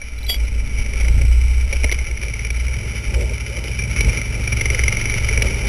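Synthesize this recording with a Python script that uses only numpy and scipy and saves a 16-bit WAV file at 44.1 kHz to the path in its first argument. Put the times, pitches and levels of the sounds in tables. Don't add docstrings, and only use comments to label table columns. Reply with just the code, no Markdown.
import sys
import numpy as np
from scipy import signal
from scipy.io import wavfile
from scipy.ndimage import uniform_filter1d, map_coordinates

SR = 44100
rng = np.random.default_rng(int(sys.argv[2]) if len(sys.argv) > 2 else 0)


def undo_db(level):
    steps = np.asarray(level, float) / 20
    return 10 ** steps


def log_audio(samples):
    frames = np.atleast_2d(samples).T
    limited = np.clip(frames, -1, 1)
    pcm = np.round(limited * 32767).astype(np.int16)
    wavfile.write(sys.argv[1], SR, pcm)


N = 250488
TIME = np.arange(N) / SR
MOUNT_HZ = 59
ROAR_SLOPE = 0.93

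# [t/s, size 0-1]
HALF_TURN = [
    (0, 0.35),
    (.6, 1),
    (1.6, 0.78),
    (2.0, 0.1),
    (5.68, 0),
]


def curves(table):
    s, *columns = np.transpose(table)
    return [np.interp(TIME, s, c) for c in columns]


def ring(x, hz, width):
    return signal.lfilter(*signal.iirpeak(hz, hz / width, fs=SR), x)


def body(x, modes):
    y = 0
    for k, (hz, width, db) in enumerate(modes):
        wide = 1.61 * width
        y = y + (-1) ** k * undo_db(db) * ring(ring(x, hz, wide), hz, wide)
    return y / np.std(y)


def walk(rate):
    k = int(SR / rate)
    held = np.repeat(rng.standard_normal(N // k + 1), k)
    y = uniform_filter1d(uniform_filter1d(held, k), k)[:N]
    return y / np.std(y)


def orders(hz, sway_db, heave_db):
    # [t/s, level/dB]
    wobble = [(0, -35.5), (.6, -27), (1.9, -24), (2.4, -39), (2.85, -33), (3, -48), (3.8, -42), (4.1, -47),
              (4.65, -26), (5.4, -24), (5.68, -38)]
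    order_levels = [-13, -11, -12.5]
    lift_db, lift_hz = 14.5, 8.9
    k = np.arange(2, 5)[:, None]
    lift = lift_db / (1 + ((k * hz - MOUNT_HZ) / lift_hz) ** 2)
    db = sway_db + np.array(order_levels)[:, None] + lift
    cancel = -2 * np.clip(curves(HALF_TURN)[0], 0, 1)
    db = db + (k == 2) * heave_db + (k == 3) * cancel
    return [curves(wobble)[0], *db]


def shake(hz, turns, order_db, mount_db):
    lead = 1.05 * curves(HALF_TURN)[0]
    crank = 0
    for k, db in enumerate(order_db):
        level = undo_db(db + 3.5 + 0.37 * walk(12.0))
        crank = crank - level * np.cos(2 * np.pi * (k + 1) * turns + (k == 1) * lead)
    nearest = np.clip(np.round(MOUNT_HZ / hz), 1, 4)
    apart_hz = hz * np.abs(MOUNT_HZ / hz - nearest)
    free = np.clip(apart_hz / 5 - .4, 0, 1)
    mount_level = undo_db(4.0 + 0.37 * walk(15))
    mount = mount_level * np.sin(2 * np.pi * np.cumsum(MOUNT_HZ * (1 + 0.01567 * walk(8))) / SR)
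    jolts = body(rng.standard_normal(N), [(54.5, 5.0, 1), (33.7, 18, 0.5), (81.4, 16, 0.81)])
    top_db = -13
    return crank + undo_db(np.minimum(mount_db, top_db)) * (free * mount + undo_db(-14.0) * jolts)


def exhaust(turns, beat_db, roar_db):
    # [f/Hz, width/Hz, level/dB]
    pipe_modes = [(110.4, 15.2, 14), (137, 33, -4), (207.2, 23, -4.5), (396, 207, -21.5)]
    roar_modes = [(175, 86, 4.5), (404, 77, 0.5), (459, 49, -2.5), (585, 82, -2.5), (869, 120, -5)]
    muffler_modes = [(93.4, 12.5, 4), (226, 75, -12), (291, 8.8, -15.5)]
    count = (2 * turns).astype(int)
    half = np.clip(curves(HALF_TURN)[0], 0, 1)
    size = undo_db(2.0 * rng.standard_normal(count[-1] + 1))[count] * np.where(count % 2, half, 1)
    firings = np.diff(count, prepend=count[0]) * size
    pulse = 1.0 + 0.64 * np.exp(-(turns % 1) / 1.7)
    gas = rng.standard_normal(N) * pulse * undo_db(1.2 * walk(40))
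    boom = half * undo_db(-32) * body(firings + .018 * gas, muffler_modes)
    beat = undo_db(beat_db + 1.0) * body(firings, pipe_modes)
    return beat + undo_db(roar_db + 2.0) * body(gas, roar_modes) + boom


def rattle(turns, db):
    # [f/Hz, width/Hz, level/dB]
    case_modes = [(1030, 2000, -28), (1388, 160, -11.5), (1690, 175, -22), (2057, 138, -6), (2302, 132, 2),
                  (2740, 270, -14), (3001, 109, -7.5), (3620, 540, -19.5)]
    swing = 3.6 * np.cos(4 * np.pi * turns - .6) + 0.44 * np.cos(2 * np.pi * turns - .3)
    patches = 0.98 * walk(24.395) + 4.56 * walk(80) + 3.1 * walk(250)
    chatter = 1.95 + undo_db(swing + patches)
    return undo_db(db + 4.0) * body(rng.standard_normal(N) * chatter, case_modes)


def hull(beat_db, heave_db, scrape_db):
    # [f/Hz, width/Hz, level/dB]
    drum_modes = [(184, 84, 3.5), (270, 84, -4.5)]
    scrape_modes = [(401, 130, 0.86), (563, 125, -2.8)]
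    drum_level = undo_db(-13 + beat_db + 0.4 * heave_db + 2.0 * walk(30))
    drum = drum_level * body(rng.standard_normal(N), drum_modes)
    return drum + undo_db(-48.5 + scrape_db + 3.6 * walk(45)) * body(rng.standard_normal(N), scrape_modes)


def blows(hz):
    # [t/s, peak level/dB, ring f/Hz, length/s]
    lone = [(0.015, -22.5, 2275, 0.013), (1.048, -20, 2146, 0.0064), (1.834, -14, 2360, 0.0053),
            (1.894, -13.5, 2110, 0.0025), (1.986, -22, 2190, 0.013), (2.546, -27, 2200, 0.0042),
            (2.6808, -19.5, 2295, .005), (2.738, -21, 2244, 0.0089), (3.7135, -21, 2384, 0.0099),
            (3.788, -18.5, 2346, 0.022), (3.8214, -17.5, 2360, 0.0045), (3.836, -20.5, 2285, 0.0076),
            (3.9867, -16, 2245, .015), (4.0935, -16, 2330, 0.011), (4.173, -12.5, 2346, 0.0099),
            (4.35, -20.5, 2318, 0.011), (4.475, -11.5, 2346, 0.0049), (4.522, -12.5, 2302, 0.012),
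            (4.9464, -17, 2280, .0057), (5.287, -8.5, 2210, 0.0046), (5.325, -21.5, 2400, 0.011),
            (5.3748, -6, 2315, 0.0032), (5.4814, -18.5, 2194, .0064), (5.569, -22, 2290, 0.003)]
    glancing = [
        (.296, -17.5, 2010, 0.0062),
        (0.342, -22, 2220, 0.0056),
        (1.759, -22, 2500, 0.0021),
        (1.765, -29, 2290, 0.0039),
        (1.9143, -14.5, 2190, 0.0019),
        (3.639, -24.5, 2240, 0.0065),
        (3.679, -22.5, 2930, 0.0059),
    ]
    heavy = [
        (1.0046, -23, 2240, .006),
        (1.726, -14, 2266, 0.0099),
        (1.8415, -8.5, 2196, 0.0055),
        (1.922, -10.5, 2165, 0.0056),
        (2.226, -20, 2320, 0.014),
        (4.007, -10.5, 2320, 0.0086),
        (5.4205, -8, 2280, .0062),
    ]
    # [first t/s, last t/s, first level/dB, last level/dB, ring f/Hz]
    runs = [
        (0.786, 1.0822, -23.5, -16.5, 2260),
        (1.2151, 1.414, -21, -28.5, 2270),
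        (2.05, 2.233, -23.5, -18, 2246),
        (2.282, 2.503, -19, -15.5, 2298),
        (3.9615, 4.2143, -16, -17, 2180),
        (4.6102, 4.746, -9, -9.5, 2148),
        (4.7915, 4.9686, -7, -9, 2143),
        (5.012, 5.1818, -13, -14, 2174),
    ]
    # [thud level/dB, edge level/dB]
    run_colour = (-16, -14)
    lone_colour = (-16.5, -45)
    glancing_colour = (-9, 0.5)
    heavy_colour = (-10.5, -7)
    length_s, scatter_db, scatter_hz = .0055, 1.2, 30
    rows = []
    for table, colour in [(lone, lone_colour), (glancing, glancing_colour), (heavy, heavy_colour)]:
        rows += [(s, db, f, *colour, length) for s, db, f, length in table]
    for first, last, first_db, last_db, f in runs:
        count = 1 + round((last - first) * hz[int((first + last) / 2 * SR)])
        for u, (a, b) in zip(np.linspace(0, 1, count), rng.standard_normal((count, 2))):
            db = first_db + u * (last_db - first_db) + scatter_db * a
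            rows.append((first + u * (last - first), db, f + scatter_hz * b, *run_colour, length_s))
    return rows


def knocks(rows):
    out = np.zeros(N + 2048)
    t = np.arange(2048) / SR
    noise = rng.standard_normal((len(rows), 2048))
    for (s, db, hz, thud_db, edge_db, length), grit in zip(rows, noise):
        contact = np.minimum(t / 0.0012, 1) * np.exp(-(t / max(length, .002)) ** 1.4)
        tone = contact * np.sin(2 * np.pi * hz * t + 0.06 * np.cumsum(grit))
        push = grit * contact
        thud = ring(ring(push, 406.0, 240.0), 406.0, 240.0)
        edge = ring(push, 2800.0, 470.0) + 0.3 * ring(push, 2420.0, 250.)
        hiss = ring(push, 2660.0, 750.0)
        parts = [(tone, 0), (thud, thud_db), (edge, edge_db), (hiss, -22.0)]
        start = int(s * SR)
        out[start:start + 2048] += sum(undo_db(db + d) * p / np.abs(p).max() for p, d in parts)
    return out[:N]


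def squeak():
    # [t/s, level/dB]
    song = [
        (0.275, -43),
        (0.293, -17.5),
        (.322, -20.5),
        (.335, -25),
        (0.354, -25.5),
        (0.375, -53),
    ]
    # [t/s, peak level/dB]
    ticks = [
        (0.1834, -34),
        (0.2259, -31),
        (0.2624, -30),
        (0.4499, -44),
    ]
    gate = np.clip(np.minimum(TIME - song[0][0], song[-1][0] - TIME) / .006, 0, 1)
    phase = 2 * np.pi * np.cumsum(3322 * (1 + .004 * walk(90) + .008 * walk(500))) / SR
    grit = body(rng.standard_normal(N), [(3360, 520, 8), (3880, 560, -18)])
    level = gate * undo_db(curves(song)[0] + 2.5 + 1.5 * walk(71.5))
    out = level * (np.sin(phase) + 0.2 * np.sin(.9 * phase) + 0.11 * grit)
    tick = np.sin(2 * np.pi * 3990 * TIME) + .3 * grit
    for s, peak_db in ticks:
        out = out + undo_db(peak_db - 1.5) * np.exp(-((TIME - s - .005) / .0045) ** 2) * tick
    return out


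def bumps():
    # [t/s, length/s, extra heave level/dB, extra roar level/dB]
    ground = [(0.313, .04, -18, 3), (0.443, 0.021, -14, 4), (0.624, 0.034, 13.5, 3),
              (0.812, 0.038, 14, -1.5), (1.174, 0.16, 10.5, 8), (1.736, 0.018, 8, 14.5),
              (1.848, 0.016, 12, 21), (1.945, 0.017, -10, 0), (2.25, .05, -9, 11.5), (3.215, 0.13, 2, 13.5),
              (3.592, 0.11, 2, 10), (3.88, 0.036, -8, 0), (4.066, 0.13, 10, 6.5), (4.333, 0.12, 10.5, 5.5),
              (4.674, .1, 0, 1), (4.996, .04, 16, -1), (5.437, 0.1, 4, 10.5), (5.66, 0.068, 14.5, 6)]
    s, length, *db = np.transpose(ground)
    return np.array(db) @ np.exp(-((TIME - s[:, None]) / np.maximum(length, .01)[:, None]) ** 2)


def kicks():
    # [t/s, peak level/dB]
    jolt_table = [
        (0.797, -13),
        (1.847, -8.5),
        (3.084, -10.5),
    ]
    s, db = np.transpose(jolt_table)
    t = np.maximum(TIME - s[:, None], 0)
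    return undo_db(db) @ (np.exp(-t / 0.033) * np.sin(2 * np.pi * MOUNT_HZ * t))


def scene():
    # [t/s, turning rate f/Hz]
    speed = [(0, 12), (.84, 13.75), (1.2, 14.4), (1.6, 15.6), (1.8, 16.2), (2.06, 16.7), (2.5, 19.1),
             (2.69, 20.6), (2.97, 23), (3.07, 22.5), (3.49, 24.2), (3.69, 24.9), (3.97, 23.7), (4.41, 22.3),
             (4.89, 22), (5.17, 22.3), (5.38, 22.8), (5.68, 24.7)]
    # [t/s, level/dB]
    sway = [(0.0, -46), (0.05, -31.5), (0.43, -19), (0.9, -21.5), (1.19, -10.5), (2.29, -27.5),
            (2.67, -21.5), (2.8, -28), (3.11, -25.5), (3.15, -17), (3.46, -28), (3.91, -24), (4.1, -17.5),
            (4.16, -29), (4.89, -19.5), (4.95, -32.5), (5.39, -18), (5.68, -29.5)]
    # [t/s, level/dB]
    load = [(0, -56), (.45, -50), (.72, -35.5), (.98, -42.5), (1.25, -36), (1.7, -43), (1.9, -38),
            (2.45, -32.5), (2.6, -36), (2.8, -28), (3.1, -33.5), (3.25, -30), (3.55, -33), (3.9, -24.5),
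            (4.25, -29), (4.55, -27), (5.6, -28), (5.68, -31)]
    # [t/s, level/dB]
    loose = [(0.0, -46), (0.25, -40), (0.62, -39.5), (0.98, -34.5), (1.33, -36.5), (1.72, -38), (1.87, -34),
             (2.18, -39), (2.67, -36.5), (2.9, -35), (3.65, -37.5), (3.99, -34), (4.13, -30.5), (4.29, -34),
             (4.49, -33), (4.71, -30), (4.95, -30), (5.68, -30.5)]
    hz, sway_db, beat_db, loose_db = (curves(table)[0] for table in (speed, sway, load, loose))
    heave_db, bump_roar_db = bumps()
    roar_db = -43.5 + ROAR_SLOPE * (loose_db + 35.5) + 0.47 * bump_roar_db
    scrape_db = bump_roar_db + ROAR_SLOPE * (loose_db + 36)
    turns = np.cumsum(hz) / SR
    turns += 1 - turns[int(4.793 * SR)] % 1
    dry = shake(hz, turns, orders(hz, sway_db, heave_db), sway_db - 1)
    dry = dry + exhaust(turns, beat_db, roar_db)
    dry = dry + rattle(turns, loose_db)
    dry = dry + hull(beat_db, heave_db, scrape_db)
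    dry = dry + knocks(blows(hz))
    dry = dry + squeak()
    dry = dry + kicks()
    return dry[None]


def low_pass(x):
    return signal.sosfilt(signal.butter(12, 12930, fs=SR, output="sos"), x)


def record(dry):
    leak_hz, coupling_hz, hold_hz = 6, 40, 8012.66
    deep, thin = ([1, -np.exp(-2 * np.pi * hz / SR)] for hz in (leak_hz, coupling_hz))
    lurch_s, lurch_length_s, lurch_room = 1.186, .084, .3
    room = 1.3 - (1.3 - lurch_room) * np.exp(-((TIME - lurch_s) / lurch_length_s) ** 8)
    swing = signal.lfilter(thin, deep, dry[0])
    lost = np.minimum(swing + room, 0)
    membrane = swing - lost + .55 * (lost - uniform_filter1d(lost, size=45))
    capsule = signal.lfilter(deep, thin, membrane) + undo_db(-58) * rng.standard_normal(N)
    limited = 1.283 * np.tanh(capsule / 1.325)
    band = signal.sosfilt(signal.ellip(6, .3, 50, 4100, fs=SR, output="sos"), limited)
    places = np.arange(int(N * hold_hz / SR) + 1) * SR / hold_hz
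    samples = map_coordinates(band, [places], order=3, mode="nearest")
    steps = samples[(TIME * hold_hz).astype(int)]
    top = signal.sosfilt(signal.ellip(8, .2, 60, 12780, fs=SR, output="sos"), steps)
    return low_pass(top[None])


dry = scene()
out = record(dry)
log_audio(out)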